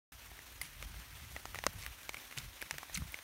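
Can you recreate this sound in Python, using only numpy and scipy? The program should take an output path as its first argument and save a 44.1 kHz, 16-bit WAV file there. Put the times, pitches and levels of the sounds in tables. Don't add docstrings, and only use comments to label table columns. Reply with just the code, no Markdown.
import sys
import numpy as np
from scipy import signal
from scipy.fft import rfft, irfft
from scipy.io import wavfile
from scipy.ndimage import uniform_filter1d

SR = 44100
rng = np.random.default_rng(int(sys.argv[2]) if len(sys.argv) > 2 else 0)


def materialize(psi):
    bounded = np.clip(np.atleast_2d(psi).T, -1, 1)
    quanta = np.round(bounded * 32767).astype(np.int16)
    wavfile.write(sys.argv[1], SR, quanta)


N = 142443
GRAIN_SAMPLES = 4096
DROP_LAG_S, PANEL_RISE_S = .0009, .0007


def gain_of(db):
    return 10 ** (np.asarray(db) / 20)


def evened(x):
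    return x / np.sqrt(np.mean(x ** 2) + 1e-20)


def read(points, hz):
    f, value = np.transpose(points)
    return np.interp(np.log(hz + 1), np.log(f + 1), value)


def over_time(points):
    s, value = np.transpose(points)
    return np.interp(np.arange(N) / SR, s, value)


def add(mix, s, sound):
    part = mix[round(s * SR):][:len(sound)]
    part += sound[:len(part)]


def coloured(x, spectrum, tilt_db_per_octave=0):
    hz = np.fft.rfftfreq(len(x), 1 / SR)
    gain_db = read(spectrum, hz) + tilt_db_per_octave * np.log2((hz + 300) / 3000)
    return irfft(rfft(x) * gain_of(gain_db), len(x))


def dying(t60_s, rise_s=0.00013):
    t = np.arange(GRAIN_SAMPLES) / SR
    return (1 - np.exp(-t / rise_s)) * gain_of(-60 * t / t60_s)


def ring(hz, t60_s, rise_s=0.00034):
    t = np.arange(GRAIN_SAMPLES) / SR
    return dying(t60_s, rise_s) * np.sin(2 * np.pi * hz * t)


def burst(lo_hz, hi_hz, t60_s):
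    band = signal.butter(2, [lo_hz, hi_hz], "band", fs=SR, output="sos")
    noise = rng.standard_normal(GRAIN_SAMPLES)
    click = 2.2 * np.sqrt(SR / (hi_hz - lo_hz)) * (np.arange(GRAIN_SAMPLES) == 8)
    return dying(t60_s) * evened(signal.sosfilt(band, noise + click))


# (frequency [Hz], relative density [dB per Hz])
RAIN_SPECTRUM = [(88, -41), (150, -6), (179, -20.5), (235, 0.5), (454, -6.5), (969, -1.5), (1150, -2.5),
                 (1350, -0.5), (2190, 0.5), (4240, -4), (4860, -7.5), (6020, -4), (7750, -10.5),
                 (8880, -6.5), (10400, -10), (13400, -6.5), (15600, -9.5)]
# (time [s], level [dB])
WASH_LEVEL_DB = [(0.3, -56), (2.33, -54), (2.52, -54.5), (3.23, -53.5)]


def wash():
    frames = N // 128 + 5
    real, imag, patches = rng.standard_normal((frames, 257, 3)).T
    patches = uniform_filter1d(patches, size=8, axis=0)
    patches = evened(uniform_filter1d(patches, size=16, axis=1))
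    flicker = evened(uniform_filter1d(rng.standard_normal(frames), size=5))
    flicker_db = 1.0 * patches + 1.5 * flicker
    bins = (real + 1j * imag) * gain_of(flicker_db)
    noise = signal.istft(bins, nperseg=512, noverlap=384)[1][:N]
    rain = evened(coloured(noise, [(40, -60), *RAIN_SPECTRUM]))
    return gain_of(over_time(WASH_LEVEL_DB)) * rain


PATTER_DB, PATTER_PER_S, PATTER_SPREAD_DB = -65.5, 1500, 5


def patter():
    spread_db = PATTER_SPREAD_DB * np.minimum(rng.exponential(1, N), 3)
    hits = gain_of(spread_db) * (rng.random(N) < PATTER_PER_S / SR)
    kind = rng.integers(0, 24, N)
    out = np.zeros(N)
    for k, hz in enumerate(np.geomspace(600, 14000, num=24)):
        grain = evened(ring(hz, 7 / hz + 0.00036)[:1024])
        grain *= gain_of(read(RAIN_SPECTRUM, hz) + 2.4 * np.log2(hz / 2000))
        out += signal.oaconvolve(hits * (kind == k), grain)[:N]
    return gain_of(PATTER_DB) * evened(out)


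# (frequency [Hz], relative density [dB per Hz])
WIND_SPECTRUM = [(15, -46), (25, -20), (38, 3), (58, 7), (85, 0.5), (120, -5), (160, -12), (230, -23.5),
                 (400, -48)]
# (frequency [Hz], relative density [dB per Hz])
FLAP_SPECTRUM = [(60, -33), (110, 1), (170, 5.5), (230, -7.5), (300, -13), (500, -52)]
# (time [s], level [dB])
GUST_LEVEL_DB = [(0.12, -60), (0.14, -56), (0.21, -64), (0.33, -54), (0.35, -65), (0.4, -64), (0.47, -64),
                 (0.6, -56), (0.64, -63.5), (0.86, -46.5), (0.88, -52), (1.01, -51.5), (1.04, -62.5),
                 (1.14, -51), (1.18, -59), (1.21, -53.5), (1.24, -57.5), (1.35, -49), (1.39, -62.5),
                 (1.5, -51.5), (1.6, -57), (1.63, -58), (1.69, -45.5), (1.72, -64), (1.76, -43.5),
                 (1.83, -56.5), (1.91, -51.5), (1.94, -66.5), (2.14, -60), (2.34, -70.5), (2.46, -50),
                 (2.58, -71), (2.64, -59), (2.67, -86), (2.75, -63), (2.86, -70), (2.96, -47.5), (3.0, -36),
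                 (3.14, -66.5), (3.23, -69)]
FLUTTER_DB = 1
FLAP_DB, FLAP_AT_GUST_DB, FLAP_DB_PER_GUST_DB = -62.5, -46.5, 2.03


def wind():
    rumble = evened(coloured(rng.standard_normal(N), WIND_SPECTRUM))
    rumble /= 0.9 + np.sqrt(uniform_filter1d(rumble ** 2, size=2000))
    puffs = uniform_filter1d(rng.standard_normal(N), size=900)
    puffs = evened(uniform_filter1d(puffs, size=900))
    gust_db = over_time(GUST_LEVEL_DB) + FLUTTER_DB * puffs
    flap_db = FLAP_DB + FLAP_DB_PER_GUST_DB * (gust_db - FLAP_AT_GUST_DB)
    flap = evened(coloured(rng.standard_normal(N), FLAP_SPECTRUM)) * gain_of(flap_db)
    return gain_of(gust_db) * evened(rumble) + flap


# (time [s], level [dB])
FINE_DROPS = [(0.1256, -51), (0.1354, -55), (0.2593, -46), (0.3471, -55), (0.3684, -54), (0.5167, -59),
              (0.6274, -51), (1.6474, -50), (1.732, -46), (1.7489, -55), (1.7908, -44), (2.6314, -49),
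              (3.1208, -39)]


def tick(s, db):
    return s + DROP_LAG_S, gain_of(db) * burst(10000, 15800, t60_s=.006)


# (time [s], level [dB], panel mode [Hz], ring T60 [s],
# thud [dB re level], snap [dB re level], spray [dB re level])
CLOTH_DROPS = [(0.315, -49.5, 2300, 0.0066, -1.5, -15, -21), (0.39, -39.5, 1850, 0.0083, -14.5, -11, -15),
               (0.825, -31, 2110, 0.0075, -13.5, -10, -15), (0.847, -49, 3160, 0.011, -28, -9, -15),
               (0.942, -48, 1220, 0.0065, -5.5, -20, -19), (1.363, -33.5, 1935, 0.015, -7.5, -13.5, -29),
               (1.454, -34, 970, 0.003, -8.5, -7.5, -15), (1.545, -29, 1270, 0.0051, -18.5, -13.5, -12),
               (1.556, -32.5, 1900, 0.008, -12.5, -10, -18), (1.587, -31.5, 1830, 0.01, -13, -6, -15),
               (1.638, -22, 1910, 0.003, -19.5, -23.5, -19), (1.665, -17, 1750, 0.0041, -8, -6, -17),
               (1.784, -64.5, 2600, 0.0076, 8, -9, -17), (1.825, -43, 2050, 0.009, -30, -0.5, -12),
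               (1.835, -39.5, 2150, 0.0072, -20, -6, -9), (1.848, -47, 2120, 0.0075, -27, -9, -15),
               (1.863, -29, 1830, 0.0035, -49, -11, -11), (2.031, -46, 3670, 0.007, -17, -5, -3),
               (2.092, -26, 2240, 0.007, -14.5, -7.5, -20), (2.133, -48, 2150, 0.011, -10, 0, -7),
               (2.143, -28, 2100, 0.0064, -20.5, -13, -16), (2.168, -38.5, 2310, 0.016, -11.5, -10, -13),
               (2.198, -45.5, 3600, 0.009, -16, -13, -20), (2.311, -36, 2000, 0.0045, -15, -14, -14),
               (2.324, -37.5, 2010, 0.0076, -16, -19, -15), (2.375, -29, 2900, 0.0066, -20, -26, -12),
               (2.384, -35, 3570, 0.0095, -16.5, -0.5, -13), (2.611, -42.5, 2150, 0.015, -12, -9, -13),
               (2.616, -34.5, 2350, 0.012, -12, -13, -4), (2.624, -32.5, 1630, 0.0095, -8.5, -8.5, -19),
               (2.709, -21.5, 1610, 0.003, -17.5, -10, -16.5), (2.727, -45, 1830, 0.0045, -20, -11, -3),
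               (2.74, -36.5, 1720, 0.006, -12.5, -15, -17), (2.782, -28.5, 1730, 0.0058, -18.5, -8, -12),
               (2.83, -34.5, 945, 0.003, -8.5, -16, -16), (2.896, -44, 1830, 0.009, -9, -12, -15),
               (3.019, -44.5, 1090, 0.011, -12, -20, -22), (3.142, -28.5, 2120, 0.0083, -20, -15.5, -22),
               (3.188, -33.5, 2160, 0.003, -17.5, -16, -19.5)]
MODE_RATIO, RATTLE_DB = 1.35, -13


def tap(s, db, hz, t60_s, thud_db, snap_db, spray_db):
    panel = 2.14 * ring(hz, t60_s, PANEL_RISE_S)
    panel -= 0.42 * ring(hz * MODE_RATIO, 0.69 * t60_s)
    panel += 0.13 * ring(hz / MODE_RATIO, 0.5 * t60_s)
    noise = gain_of(thud_db) * burst(280, 1400, t60_s=.018)
    noise += gain_of(snap_db) * burst(3000, 7500, t60_s=.011)
    noise += gain_of(spray_db) * burst(7500, 15500, t60_s=.011)
    noise += gain_of(RATTLE_DB) * burst(900, 3000, t60_s=.02)
    return s + DROP_LAG_S, gain_of(db) * (panel + noise)


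# (time [s], knock [Hz], knock level [dB], clack level [dB], ping level [dB])
POLE_STRIKES = [(.6143, 2070, -26, -32, -42), (2.9738, 2120, -29, -34, -50)]
KNOCK_T60_S, PING_T60_S, PING_LAG_S = .018, .095, .002
PING_HZ, PING_BEAT_HZ = 9830, 47


def pole(s, hz, knock_db, clack_db, ping_db):
    ping = ring(PING_HZ, PING_T60_S) + 0.7 * ring(PING_HZ + PING_BEAT_HZ, PING_T60_S)
    ping = np.roll(ping, round(PING_LAG_S * SR))
    knock = gain_of(knock_db) * ring(hz, KNOCK_T60_S, PANEL_RISE_S)
    clack = gain_of(clack_db) * burst(700, 15000, t60_s=.018)
    return s, knock + clack + gain_of(ping_db) * ping


# (time [s], length [s], level [dB], brightness [dB per octave])
BOOT_STEPS = [(.625, 0.072, -51.5, 3), (1.2, 0.12, -56.5, 1.5), (1.3, 0.096, -57.5, 8.5),
              (1.53, 0.1, -53.5, 0.5), (1.78, 0.095, -51.5, 4), (2.18, 0.026, -55, 3.5),
              (2.368, 0.044, -45, 2.5), (2.39, 0.12, -53.5, 1), (2.6, 0.045, -67, 13),
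              (2.655, 0.022, -53, 0), (2.72, 0.086, -53, 0), (2.928, 0.063, -54, 3.5),
              (2.947, 0.028, -43, 4.5), (2.975, 0.013, -42.5, 0), (3.12, .08, -79, 0)]
# (frequency [Hz], relative density [dB per Hz])
GRIT_SPECTRUM = [(150, 23), (500, -24.5), (1200, 0), (2300, 3), (4500, -4), (8000, -10.5), (11000, -11.5),
                 (16000, -22.5)]
GRIT_PER_S, GRIT_SPREAD_DB = 7000, 3.0


def step(s, length_s, db, tilt_db_per_octave):
    n = 6000
    t = np.arange(n) / SR
    spread_db = GRIT_SPREAD_DB * np.minimum(rng.exponential(1, n), 3)
    clicks = rng.standard_normal(n) * gain_of(spread_db) * (rng.random(n) < GRIT_PER_S / SR)
    crumble = burst(200, 18000, t60_s=.004)[:400]
    spectrum = rfft(signal.oaconvolve(clicks, crumble)[:n])
    flat = irfft(spectrum / uniform_filter1d(abs(spectrum), size=120), n)
    grit = evened(coloured(flat, GRIT_SPECTRUM, tilt_db_per_octave))
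    load = np.sin(np.pi * np.clip(t / length_s, 0, 1) ** 0.45)
    return s, gain_of(db) * grit * load


# (time [s], start [Hz], end [Hz], length [s], level [dB])
SQUEEZED_WATER = [(2.9435, 7000, 5750, .0065, -35), (2.9475, 9200, 8300, .004, -36),
                  (2.950, 8200, 7000, .004, -36), (2.9525, 6500, 5600, .003, -37),
                  (2.953, 4600, 3900, .0035, -34), (2.957, 3600, 1800, .009, -40)]


def squelch(s, from_hz, to_hz, length_s, db):
    u = np.arange(0, 1, 1 / (length_s * SR))
    hz = to_hz + (from_hz - to_hz) * (1 - u) ** 2
    ragged = 1 + 0.3 * evened(uniform_filter1d(rng.standard_normal(2000), size=12))[:len(u)]
    envelope = ragged * np.sin(np.pi * u ** 0.66)
    return s, gain_of(db) * envelope * np.sin(2 * np.pi * np.cumsum(hz) / SR)


def scene():
    mix = wash() + patter() + wind()
    for rows, source in ((FINE_DROPS, tick), (CLOTH_DROPS, tap), (POLE_STRIKES, pole),
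                         (BOOT_STEPS, step), (SQUEEZED_WATER, squelch)):
        for row in rows:
            add(mix, *source(*row))
    return mix[None]


START_S, FADE_IN_S = .1198, .001
MIC_LOW_HZ, EDGE_HZ = 36, 15800


def record(dry):
    on = np.clip((np.arange(N) / SR - START_S) / FADE_IN_S, 0, 1)
    high_pass = signal.butter(3, MIC_LOW_HZ, "high", fs=SR, output="sos")
    heard = on * signal.sosfilt(high_pass, dry)
    low_pass = signal.firwin(511, EDGE_HZ, window=("kaiser", 9), fs=SR)
    return signal.oaconvolve(heard, low_pass[None], "same")


dry = scene()
out = record(dry)
materialize(out)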